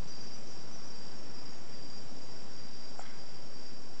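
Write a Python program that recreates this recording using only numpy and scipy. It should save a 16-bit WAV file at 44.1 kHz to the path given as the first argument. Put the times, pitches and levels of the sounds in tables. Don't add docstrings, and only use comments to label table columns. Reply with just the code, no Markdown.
import sys
import numpy as np
from scipy import signal
from scipy.fft import rfft, irfft
from scipy.io import wavfile
from scipy.ndimage import uniform_filter1d

SR = 44100
rng = np.random.default_rng(int(sys.argv[2]) if len(sys.argv) > 2 else 0)


def master(y):
    cut = np.clip(np.atleast_2d(y).T, -1, 1)
    pcm = np.round(cut * 32767)
    wavfile.write(sys.argv[1], SR, pcm.astype(np.int16))


N = 176400
FOREST_T60_S = 0.49


def undb(db):
    return 10 ** (np.asarray(db) / 20)


def unit(x):
    return x / np.sqrt(np.mean(x ** 2) + 1e-20)


def clock():
    return np.arange(N) / SR


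def walk(rate):
    hold = max(int(SR / rate), 1)
    steps = np.repeat(rng.standard_normal(N // hold + 1), hold)
    return unit(uniform_filter1d(uniform_filter1d(steps, hold), hold)[:N])


def band(x, hz, width_hz):
    b, a = signal.iirpeak(hz, hz / width_hz / np.sqrt(np.sqrt(2) - 1) / 2, fs=SR)
    return signal.lfilter(b, a, signal.lfilter(b, a, x))


def hiss(hz, width_hz):
    return unit(band(rng.standard_normal(N), hz, width_hz))


def gate(start, length, edge_s):
    t = clock() - start
    return np.sin(np.pi / 2 * np.clip(np.minimum(t, length - t) / edge_s + .5, 0, 1)) ** 2


def bursts(rows, edge_s):
    return sum(undb(db) * gate(start, length, edge_s) for start, length, db in rows)


def trees(x, wet, t60=FOREST_T60_S):
    tail = rng.standard_normal(SR) * np.exp(-np.log(1000) * clock()[:SR] / t60)
    echo = unit(signal.fftconvolve(x, tail)[:N]) * np.std(x)
    return np.sqrt(1 - wet) * x + np.sqrt(wet) * echo


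def beat(per_s):
    return rng.random() + np.cumsum(per_s * (1 + .02 * walk(2))) / SR


def wings(hz, strokes, fall_hz, duty=.8, drift_hz=14):
    progress = np.clip(strokes % 1 / duty, 0, 1)
    pitch = hz + fall_hz * (.5 - progress) + drift_hz * walk(20)
    pulse_phase = rng.random(1024)[np.floor(strokes).astype(int) % 1024]
    tone = np.sin(2 * np.pi * (np.cumsum(pitch) / SR + pulse_phase))
    return unit(np.sin(np.pi * progress) * tone)


def cricket_chorus():
    # pitch in Hz, pulses a second, fall within a pulse in Hz, level in dB, scattered share.
    singers = [(4860, 63, 190, -64, 0.5), (4780, 53, 160, -66, 0.6), (4618, 65, 300, -70, 0.8),
               (5407, 76, 170, -63, 0.9), (5667, 33, 190, -68, 0.6), (5794, 39, 160, -74.5, 1)]
    return sum(undb(db + .8 * walk(7.4)) * trees(wings(hz, beat(rate), fall_hz), wet)
               for hz, rate, fall_hz, db, wet in singers)


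def forest_air():
    # frequency in Hz, relative level in dB.
    rush_shape = [(25, -14), (60, -12.5), (130, -0.5), (230, 0), (330, -3.5), (700, -7.5), (1200, -12.5),
                  (2500, -18.5), (4200, -22), (7800, -22)]
    # pitch in Hz, width in Hz, level in dB.
    whines = [(1500, 79, -77), (2440, 42, -77), (3127, 59, -77)]
    octave = np.log2(np.maximum(np.arange(N // 2 + 1) * SR / N, 1))
    shape_hz, shape_db = np.array(rush_shape).T
    spectrum = rfft(rng.standard_normal(N)) * undb(np.interp(octave, np.log2(shape_hz), shape_db))
    swell_db = .5 * walk(.64)
    rush = 0
    for centre in range(5, 14):
        layer = irfft(spectrum * np.maximum(1 - abs(octave - centre), 0), N)
        rush += layer * undb(swell_db + .63 * walk(10))
    return undb(-52) * unit(rush) + sum(undb(db) * hiss(hz, width) for hz, width, db in whines)


def nearest_cricket():
    # time in seconds, level in dB.
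    levels = [(0, -66.5), (.08, -61), (.12, -59.5), (1.101, -60), (2, -62), (4, -63)]
    first_stroke_s, pulses_per_s = .031, 25.4
    strokes = (clock() - first_stroke_s) * pulses_per_s
    song = wings(5479, strokes, fall_hz=74.8, duty=.65, drift_hz=10)
    level_db = np.interp(clock(), *np.array(levels).T) + 1.6 * walk(15)
    return trees(song * undb(level_db), wet=.47)


def far_insects():
    # start in seconds, level in dB.
    rasps = [(.15, -70), (.46, -70), (.80, -73), (1.15, -70.5), (1.50, -69), (1.87, -71), (2.21, -72),
             (2.52, -71), (2.819, -74), (3.14, -74), (3.40, -74), (3.59, -74), (3.80, -76)]
    loudness = sum(undb(db) * gate(start, length=.11, edge_s=.059) for start, db in rasps)
    rasping = loudness * hiss(6570, width_hz=310)
    sizzle = undb(-77.5 + 2.1 * walk(110)) * hiss(7480, width_hz=350)
    return rasping + sizzle


def chirping_cricket():
    # start in seconds, level in dB.
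    chirps = [(0.077, -56), (.208, -57), (.335, -56.5), (.478, -59.5), (.597, -61.5), (0.721, -56),
              (.848, -56)]
    hz, fall_hz, length_s = 5850, 70.8, .041
    song = 0
    for start, db in chirps:
        progress = np.clip((clock() - start) / length_s, 0, 1)
        pitch = hz + fall_hz * (.5 - progress) + 30 * walk(200)
        tone = unit(np.sin(2 * np.pi * np.cumsum(pitch) / SR))
        song += undb(db) * gate(start, length_s, edge_s=.028) * tone
    return trees(song, wet=.3, t60=.3)


def trilling_crickets():
    # start in seconds, length in seconds, pitch in Hz, level in dB.
    trills = [(0.087, 0.27, 4782, -54.5), (.48, 0.18, 4810, -61), (0.892, 0.25, 4760, -59),
              (1.348, 0.17, 4890, -57), (1.714, .30, 4782, -56), (2.12, .29, 4810, -60.5),
              (2.542, .35, 4778, -57), (3.13, .28, 4824, -59.5), (3.52, .26, 4767, -57.5)]
    song = 0
    for start, length, hz, db in trills:
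        pulses = wings(hz, beat(per_s=66), fall_hz=155.05, duty=.9, drift_hz=11.97)
        song += undb(db) * gate(start, length, edge_s=.07) * pulses
    return trees(song, wet=.49, t60=.29)


def thin_ticks():
    # start in seconds, length in seconds, level in dB.
    ticks = [(2.234, .004, -64), (2.982, .012, -60), (2.998, 0.0055, -52), (3.004, 0.0063, -56),
             (3.017, 0.01, -57)]
    return hiss(7400, width_hz=1000) * bursts(ticks, edge_s=.0018)


def knock():
    # pitch in Hz, seconds to fade by 60 dB, relative level in dB.
    tones = [(765, 0.017, 2.5), (1360, 0.018, -6), (2100, .008, -10)]
    start_s, rise_s = 2.9932, .00057
    t = np.maximum(clock() - start_s, 0)
    ring = sum(undb(db) * np.sin(2 * np.pi * hz * t) * np.exp(-np.log(1000) * t / t60)
               for hz, t60, db in tones)
    attack = 1 - np.exp(-t / rise_s)
    return trees(undb(-30) * attack * ring, wet=.13, t60=.3)


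def wood_scrape():
    # pitch in Hz, width in Hz, relative level in dB.
    resonances = [(800, 170, -5), (1320, 200, -2), (1490, 130, 1), (2080, 290, -4), (3300, 500, -10.5),
                  (3940, 400, -14)]
    # start in seconds, length in seconds, level in dB.
    strokes = [(3.001, .019, -50), (3.022, 0.021, -51.5), (3.05, 0.019, -49)]
    slips_per_s = 2500
    slips = (rng.random(N) < slips_per_s / SR) * rng.standard_normal(N)
    wood = unit(sum(undb(db) * band(slips, hz, width) for hz, width, db in resonances))
    return trees(wood * bursts(strokes, edge_s=.003), wet=.58, t60=.94)


def scene():
    steady = cricket_chorus() + forest_air() + nearest_cricket() + far_insects()
    calls = chirping_cricket() + trilling_crickets()
    return (steady + calls + thin_ticks() + knock() + wood_scrape())[None]


def record(dry):
    cutoff_hz, offset = 7950, -.0557
    treble_cut = signal.firwin(161, cutoff_hz, window=("kaiser", 7), fs=SR)
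    return signal.fftconvolve(dry, treble_cut[None], mode="same") + offset


dry = scene()
out = record(dry)
master(out)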